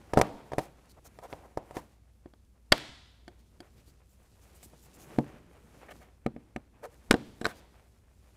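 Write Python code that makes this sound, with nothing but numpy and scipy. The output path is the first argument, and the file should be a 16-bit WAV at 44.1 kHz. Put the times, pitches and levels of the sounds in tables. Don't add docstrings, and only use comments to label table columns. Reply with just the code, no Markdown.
import sys
import numpy as np
from scipy import signal
from scipy.fft import rfft, irfft, next_fast_len
from scipy.io import wavfile
from scipy.ndimage import uniform_filter1d

SR = 44100
rng = np.random.default_rng(int(sys.argv[2]) if len(sys.argv) > 2 else 0)


def master_out(mix):
    frames = np.transpose(np.atleast_2d(mix))
    ceiling = np.clip(frames, -1, 1)
    pcm = np.round(ceiling * 32767).astype(np.int16)
    wavfile.write(sys.argv[1], SR, pcm)


N = 368676

# start_s, knock_db, hollow_db, crack_db, tick_db, slip_s, ring_factor, room_db
SNAPS = [(0.134, -27.5, -5, -10.5, -16, 0.0026, 1.6, 4.5), (0.161, -33.5, -14, -25, -32.5, 0.0033, 4, -7),
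         (0.1724, -12.5, 0.5, -20.5, -22.5, 0.0027, 0.92, -5.5),
         (0.18, -22, -7.5, -19.5, -20.5, 0.0015, 0.64, -0.5), (0.186, -25, -11, -17.5, -13, 0.0031, 3, -8),
         (0.1968, -21.5, -12, -28, -30.5, 0.0024, 1.7, 4.5), (0.2135, -16.5, -17, -7, -11, .001, 1, -10),
         (0.5176, -36, -14, -16, -23, 0.0029, 2.5, -1), (0.5325, -33.5, -6, -13, -22, .003, 1.5, -6),
         (0.5816, -26, -1.5, -10.5, -14.5, 0.0025, 1.24, -10),
         (0.5904, -29, -29, -13, -17.5, 0.0003, 2.3, -5), (1.188, -46.5, -22, -9.5, -16, 0.0008, 1.9, -5),
         (1.3277, -46, 3, 1, -33, 0.00076, 1.3, -10), (1.335, -38.5, -22, -37, -25, 0.00072, 0.73, 9.5),
         (1.573, -29, -8, -20.5, -22, 0.0012, 1.57, -2), (1.7091, -44.5, -11, -14, -18, 0.00084, 2.2, -4),
         (1.7669, -37.5, 3, -6, -12.5, 0.0027, 1.7, -5.5), (2.259, -55, 11, -14, -31.5, .0008, 1, -3.5),
         (2.337, -61.5, 1.5, -3.5, -22, 0.00061, 0.83, 0), (2.7205, -24, 6, 6.5, 2, 0.0025, 0.5, -10),
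         (2.7235, -20, -10.5, 8, -3, 0.00099, .85, -2.5), (3.279, -50, 3, -2, -9, 0.0013, 1.6, 0),
         (3.604, -52.5, 6, -2, -2, 0.00055, 1.56, -13), (4.628, -61, -8, -1.5, 8, 0.0034, 0.88, 5),
         (4.732, -53.5, -19, -29, -19, 0.0042, 0.6, -2.5), (5.1864, -27.5, 11, -14, -24, .001, 0.93, -9.5),
         (6.2632, -31.5, 8, -7.5, -23, 0.00077, 0.85, -12),
         (6.3635, -52, 14, -7.5, -32, 0.00085, 1.02, -0.5),
         (6.5617, -40, 7, -0.5, -18, 0.0011, 1.07, -15.5), (7.1099, -19, 6, 5.5, 0, .0015, 0.48, -16.5),
         (7.114, -26.5, -17, -5, -12.5, 0.0024, 0.81, -11.5), (7.127, -40, -7, 1, -3, 0.00055, 1.3, -2.5),
         (7.1409, -25.5, 7, -5.5, -21.5, 0.00074, 1.02, -7), (7.4116, -41, 6.5, -5, -11, 0.0046, 0.95, -5),
         (7.4445, -35.5, -3.5, -4.5, -9, 0.0014, 1.8, 0), (7.4528, -31, -22, 7, -12, 0.0021, 1.3, -11.5),
         (7.4644, -31.5, -3.5, -7.5, -8.5, 0.0019, 0.53, -2.5), (7.511, -57, -8, 7.5, -18, .003, 1.5, 4)]
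# low_hz, high_hz
SNAP_RANGES = [(400, 1100), (25, 160), (160, 400), (1100, 4000), (4000, 17000)]
# pitch_hz, width_hz, level_db
COVER_NOTES = [(140, 67, 4), (327, 23, -2), (458, 300, 2), (633, 180, 3), (751.3, 60, 5), (933, 200, 1.5),
               (1234, 150, -6.5), (1760, 740, -6.5), (3040, 76, -32.5), (3580, 162, -28.5),
               (5000, 1400, -13.5), (5714, 170, -22.5), (7500, 610, -24), (9000, 400, -30.5)]
# pitch_hz, width_hz,
# first_clip_db, second_clip_db, third_clip_db
SHELL_NOTES = [(70, 43, -13, -9.5, -5.5), (140, 22, -3, 2.5, -2.5), (235, 26, -8, 0.5, 2.5),
               (294, 33, -5, -2.5, -2), (354, 48, 7, -6.5, 1), (471, 46, -8, -4, 5),
               (600, 40, -4.5, -5, -4), (720, 78, 2.5, -2.5, -2.5), (880, 60, -8.5, -8.5, -13.5),
               (1224, 90, -10, -10, -10), (1553, 130, -5.5, -21, -1.5), (1785, 200, -3.5, -13, -8.5),
               (2180, 160, -11, -12.5, -16.5), (2880, 120, -21.5, -26, -17.5),
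               (3323, 190, -3, -37.5, -33.5), (3960, 340, -12.5, -29, -9.5), (4434, 150, -8, -35, -26.5),
               (4600, 270, -5.5, -28.5, -22), (5436, 180, -16.5, -36, -12.5),
               (6367, 150, -19, -35.5, -20.5), (7680, 350, -16, -13.5, -9.5), (9850, 500, -20, -34, -17)]
# frequency_hz, gain_db
SOFTNESS = [(3000, -1.5), (9500, -3.5), (12500, -8.5), (16000, -11.5)]
# middle_s, length_s, body_db, grit_db, hiss_db
SCRAPES = [(0.11, .04, -58, -70, -72), (0.627, 0.093, -74, -67.5, -59), (0.981, .033, -58.5, -80, -80),
           (1.062, 0.024, -55, -87, -75), (1.246, 0.045, -44, -67, -62.5), (1.316, 0.056, -56, -80, -62.5),
           (1.451, 0.037, -51.5, -93, -73), (1.774, 0.062, -45, -61, -56), (5.893, .022, -50.5, -56.5, -69),
           (5.915, 0.024, -49, -52.5, -59.5), (6.025, 0.042, -58.5, -67, -67.5),
           (6.847, 0.037, -42, -66, -57.5), (7.491, 0.059, -61.5, -51.5, -57)]
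# time_s, rub_db, cloth_db
HANDLING = [(0, -64, -72), (1.1, -69.5, -75.5), (1.32, -65.5, -70), (1.6, -69.5, -78.5), (1.8, -63.5, -68),
            (2.0, -81, -82.5), (3.1, -76.5, -81), (3.85, -70, -74.5), (4.1, -77, -79), (4.55, -68.5, -68),
            (4.92, -67, -69.5), (5.12, -55.5, -63.5), (5.45, -65, -76), (5.95, -62.5, -68),
            (6.17, -74.5, -80.5), (6.7, -74, -82.5), (6.95, -67.5, -71), (7.55, -66.5, -73),
            (8.05, -77, -80), (8.36, -72, -71)]
# frequency_hz, gain_db
RUMBLE_COLOUR = [(60, -22), (140, 0.5), (260, -4.5), (400, -4.5), (700, -24), (2000, -49.5)]
RUB_COLOUR = [(250, -25.5), (480, 2), (750, -1), (1200, -5.5), (2500, -10.5), (4500, -28), (10000, -37)]
HISS_COLOUR = [(1500, -17.5), (2600, -1), (4500, -1), (7000, -1), (11000, -2.5), (15000, -6.5)]
# middle_s, length_s, level_db, centre_hz
SWISHES = [(0.908, 0.042, -62, 4650), (1.063, 0.042, -56.5, 6700), (3.4, .045, -73, 4500),
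           (3.791, .068, -68.5, 2500), (3.887, .06, -66, 4900), (4.122, 0.082, -70.5, 7850),
           (4.433, .046, -68, 6570), (4.563, 0.041, -62.5, 8500), (4.6, .14, -70, 2600),
           (4.645, .041, -54.5, 8500), (4.846, .07, -62.5, 8000), (4.954, .044, -61.5, 7600),
           (5.021, .083, -59, 7000), (7.578, .062, -65, 4970)]
# frequency_hz, ring_s, gain_db
GARAGE = [(100, 0.2, -17), (263, .62, -14.5), (425, 0.68, -19.5), (680, .68, -17.5), (1220, 1, -24.5),
          (1970, .8, -19.5), (2870, 0.87, -23.5), (3380, 1, -18), (4800, 0.92, -14.5), (5700, 0.93, -17.5),
          (8500, 0.88, -19.5), (14000, 0.41, -33)]
# frequency_hz, gain_db
AIR_COLOUR = [(15, -50.5), (25, -12), (76, -3.5), (102, -5.5), (153, -18), (212, -16.5), (242, -16),
              (270, -28), (489, -34.5), (3080, -44.5), (10400, -45.5), (16000, -54)]

PRYING_FROM_S = 2.0
TOOL_MOVES_S = [4.5, 7.0]
THUMP_DB, THUMP_PER_HOLLOW, THUMP_LAG_S = -5.5, 0.22, 0.0013
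SHUDDER_RUB_DB, SHUDDER_RUMBLE_DB, SETTLE_S = -34.5, -29, 0.11
SQUEAK_PEAK_S, SQUEAK_HZ, SQUEAK_DB = 6.853, 550, -38
SQUEAK_SAG_HZ_PER_S, SQUEAK_SWELL_S, SQUEAK_FADE_S = 3600, 0.009, 0.013
RUMBLE_DB, BUMP_DB, BUMPS_PER_S = 1.5, -5, 16
AIR_DB, HUM_HZ, HUM_DB = -63.5, 59.3, -64


def snaps():
    direct, thrown = np.zeros(N), np.zeros(N)
    t, lead = clock(.18), len(clock(.02))
    clicks = [band(1. * (t == 0), lo, hi) for lo, hi in SNAP_RANGES]
    for s, db, hollow_db, crack_db, tick_db, slip_s, ring, room_db in SNAPS:
        answer = panel(t, notes_at(s), ring, dense_db=-7.5, dense_s=0.0026, flex_db=-13.0, flex_s=0.016)
        blow = signal.fftconvolve(slip_force(slip_s), answer)[:len(t)]
        blow = np.pad(blow, (lead, 0))
        parts_db = (0, THUMP_DB + THUMP_PER_HOLLOW * hollow_db, hollow_db, crack_db, tick_db)
        lags_s = (0, THUMP_LAG_S, 0, 0, 0)
        for (lo, hi), click, part_db, lag_s in zip(SNAP_RANGES, clicks, parts_db, lags_s):
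            add(direct, at_level(portion(blow, lo, hi), db + part_db), s + lag_s - lead / SR)
            add(thrown, at_level(click, db + part_db + room_db), s)
    return shape(direct, SOFTNESS), thrown


def slip_force(slip_s):
    progress = clock(.02) / max(slip_s, 1e-4)
    grating = band(rng.standard_normal(len(progress)) * progress * np.exp(-progress * 2), 1000, 30000)
    force = grating / np.linalg.norm(grating)
    force[int(.8 * slip_s * SR)] += .6
    spectrum = rfft(force, 2 * len(force))
    evened = spectrum / (np.abs(spectrum) + .1) ** .8
    return irfft(evened)[:len(force)]


def panel(t, notes, ring, dense_db, dense_s, flex_db, flex_s):
    hz, width, db = np.transpose(notes)[:, :, None]
    place, detune = rng.standard_normal((2, len(notes), 1))
    weight = undb(db + 1.5 * place) * width
    hz = hz * (1 + .012 * detune)
    main = np.sum(weight * np.exp(-np.pi * width * t / ring) * np.sin(2 * np.pi * hz * t), axis=0)
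    dense = rng.standard_normal(len(t)) * np.exp(-t / (dense_s * ring))
    flex = band(rng.standard_normal(len(t)), 84, 980) * np.exp(-t / (flex_s * ring))
    return unit(main) + undb(dense_db) * unit(dense) + undb(flex_db) * unit(flex)


def notes_at(s):
    if s < PRYING_FROM_S:
        return np.array(COVER_NOTES)
    hold = np.searchsorted(TOOL_MOVES_S, s)
    return np.array(SHELL_NOTES)[:, [0, 1, 2 + hold]]


def scrapes():
    out = np.zeros(N)
    for s, length_s, db, grit_db, hiss_db in SCRAPES:
        t = clock(2 * length_s) - length_s
        answer = panel(clock(.04), notes_at(s), .7, dense_db=-8, dense_s=.002, flex_db=-30, flex_s=.01)
        drag = friction(len(t) + len(answer) - 1, per_s=2500, spread_db=2.2, smooth=1.2)
        rung = signal.fftconvolve(drag, answer, "valid")
        body, grit = unit(portion(rung, 370, 1700)), unit(portion(rung, 1400, 3200))
        hiss = colour(drag[:len(t)], HISS_COLOUR)
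        tone = undb(db) * body + undb(grit_db) * grit + undb(hiss_db) * hiss
        add(out, tone * np.exp(-np.abs(2.26 * t / length_s) ** 3), s - length_s)
    return out


def squeak():
    t = np.arange(N) / SR - SQUEAK_PEAK_S
    hz = np.clip(SQUEAK_HZ - SQUEAK_SAG_HZ_PER_S * t, 470, 670)
    phase = 2 * np.pi * np.cumsum(hz * (1 + .09 * wander(440))) / SR
    tone = unit(np.sin(phase) + undb(-15.5) * np.sin(2 * phase))
    swell = np.exp(-np.abs(t) / np.where(t < 0, SQUEAK_SWELL_S, SQUEAK_FADE_S))
    return swell * undb(SQUEAK_DB + 2.0 * wander(230)) * tone


def rubbing():
    rub_db, cloth_db = curves(HANDLING)
    panel_shake = shudder([(s, db + SHUDDER_RUB_DB) for s, db, *_ in SNAPS])
    shell_shake = shudder([(s, db + hollow_db + SHUDDER_RUMBLE_DB) for s, db, hollow_db, *_ in SNAPS])
    rumble = colour(friction(N, per_s=180, spread_db=4.0, smooth=4.7), RUMBLE_COLOUR)
    rumble *= undb(1.5 * wander(27))
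    creep = colour(friction(N, per_s=400, spread_db=3.0, smooth=1.6), RUB_COLOUR)
    creep *= undb(3.6 * wander(26))
    cloth = undb(cloth_db) * rustle()
    bumps = boom(friction(N, per_s=BUMPS_PER_S, spread_db=1., smooth=.05))
    chatter = boom(friction(N, per_s=200, spread_db=2.0, smooth=1.1))
    shell = undb(rub_db + RUMBLE_DB) * rumble + undb(rub_db + BUMP_DB) * bumps + shell_shake * chatter
    return shell + np.hypot(undb(rub_db), panel_shake) * creep + cloth


def shudder(blows):
    energy = np.zeros(N)
    for s, db in blows:
        energy[int(s * SR)] += undb(db) ** 2
    return np.sqrt(signal.lfilter([1], [1, -np.exp(-2 / (SETTLE_S * SR))], energy))


def boom(force):
    notes = notes_at(TOOL_MOVES_S[-1])
    answer = panel(clock(.15), notes, ring=1.2, dense_db=-20, dense_s=.003, flex_db=-14, flex_s=.02)
    return unit(portion(signal.fftconvolve(force, answer)[:N], lo_hz=95, hi_hz=420))


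def swishes():
    out = np.zeros(N)
    for s, length_s, db, hz in SWISHES:
        t = clock(2 * length_s) - length_s
        fibres = friction(len(t), per_s=3000, spread_db=2.2, smooth=1.0)
        hump = [(hz / 4, -17), (hz / 1.28, -8), (hz, 0), (hz * 0.96, -6), (hz * 2, -8), (hz * 4.3, -15)]
        swell = np.exp(-np.abs(2.5 * t / length_s) ** 4)
        add(out, undb(db) * colour(fibres, hump) * swell, s - length_s)
    return out


def rustle():
    fibres = colour(friction(N, per_s=900, spread_db=2.5, smooth=1.6), HISS_COLOUR)
    ranges_hz = [(1000, 3500), (3500, 7000), (7000, 18000)]
    return unit(sum(portion(fibres, lo, hi) * undb(2.2 * wander(22)) for lo, hi in ranges_hz))


def garage(x, build_s, echo_s, echo_db):
    t = clock(1.2)
    hz, ring_s, db = np.transpose(GARAGE)
    response = np.zeros(len(t))
    for centre_hz in 53 * 2 ** np.arange(0, 8.5, .5):
        decay_s = np.interp(np.log(centre_hz), np.log(hz), ring_s)
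        fade = np.exp(-np.log(1000) * t / decay_s) * (1 - np.exp(-t / build_s))
        noise = band(rng.standard_normal(len(t)), centre_hz / 1.25, centre_hz * 1.25)
        response += noise * fade / np.linalg.norm(fade)
    response = shape(np.pad(response, (0, len(t))), np.transpose([hz, db]))
    response[int(echo_s * SR)] += undb(echo_db)
    return signal.fftconvolve(x, response)[:N]


def room_tone():
    hum = np.sqrt(2) * np.sin(2 * np.pi * HUM_HZ * np.arange(N) / SR) * undb(HUM_DB + 1.4 * wander(3.3))
    return undb(AIR_DB) * colour(rng.standard_normal(N), AIR_COLOUR) + hum


def friction(count, per_s, spread_db, smooth):
    catches = (rng.random(count) < per_s / SR) * rng.standard_normal(count)
    sizes = undb(spread_db * np.minimum(rng.exponential(size=count), 4))
    return unit(unit(catches * sizes) + smooth * rng.standard_normal(count))


def wander(per_s):
    step = int(SR / per_s)
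    return uniform_filter1d(np.repeat(rng.standard_normal(N // step + 1), step), step)[:N]


def band(x, lo_hz, hi_hz):
    sos = signal.butter(2, [lo_hz, min(hi_hz, .48 * SR)], "band", fs=SR, output="sos")
    return signal.sosfilt(sos, signal.sosfilt(sos, x))


def portion(x, lo_hz, hi_hz):
    f = np.fft.rfftfreq(len(x), 1 / SR)
    return irfft(rfft(x) * (1 - 1 / (1 + (f / lo_hz) ** 5)) / (1 + (f / hi_hz) ** 5), len(x))


def shape(x, points):
    hz, db = np.transpose(points)
    size = next_fast_len(len(x))
    f = np.maximum(np.fft.rfftfreq(size, 1 / SR), 1)
    return irfft(rfft(x, size) * undb(np.interp(np.log(f), np.log(hz), db)), size)[:len(x)]


def colour(x, points):
    return unit(shape(x, points))


def at_level(x, db):
    return undb(db) * x * np.sqrt(SR / 100) / np.linalg.norm(x)


def undb(db):
    return 10 ** (np.asarray(db) / 20)


def unit(x):
    return x / np.sqrt(np.mean(x ** 2) + 1e-30)


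def clock(seconds):
    return np.arange(int(seconds * SR)) / SR


def add(out, x, s):
    i = max(0, int(s * SR))
    out[i:i + len(x)] += x[:max(0, len(out) - i)]


def curves(rows):
    s, *columns = np.transpose(rows)
    return [np.interp(np.arange(N) / SR, s, c) for c in columns]


def scene():
    direct, thrown = snaps()
    sliding = scrapes() + squeak() + swishes()
    room = garage(thrown + undb(-7.0) * sliding, build_s=0.0023, echo_s=.0565, echo_db=-30.0)
    return (direct + sliding + room + rubbing() + room_tone())[None]


def record(dry):
    ceiling, top_hz = 0.55, 15400
    rounded = ceiling * np.tanh(dry / ceiling)
    return signal.sosfilt(signal.ellip(8, .2, 70, top_hz, fs=SR, output="sos"), rounded)


dry = scene()
out = record(dry)
master_out(out)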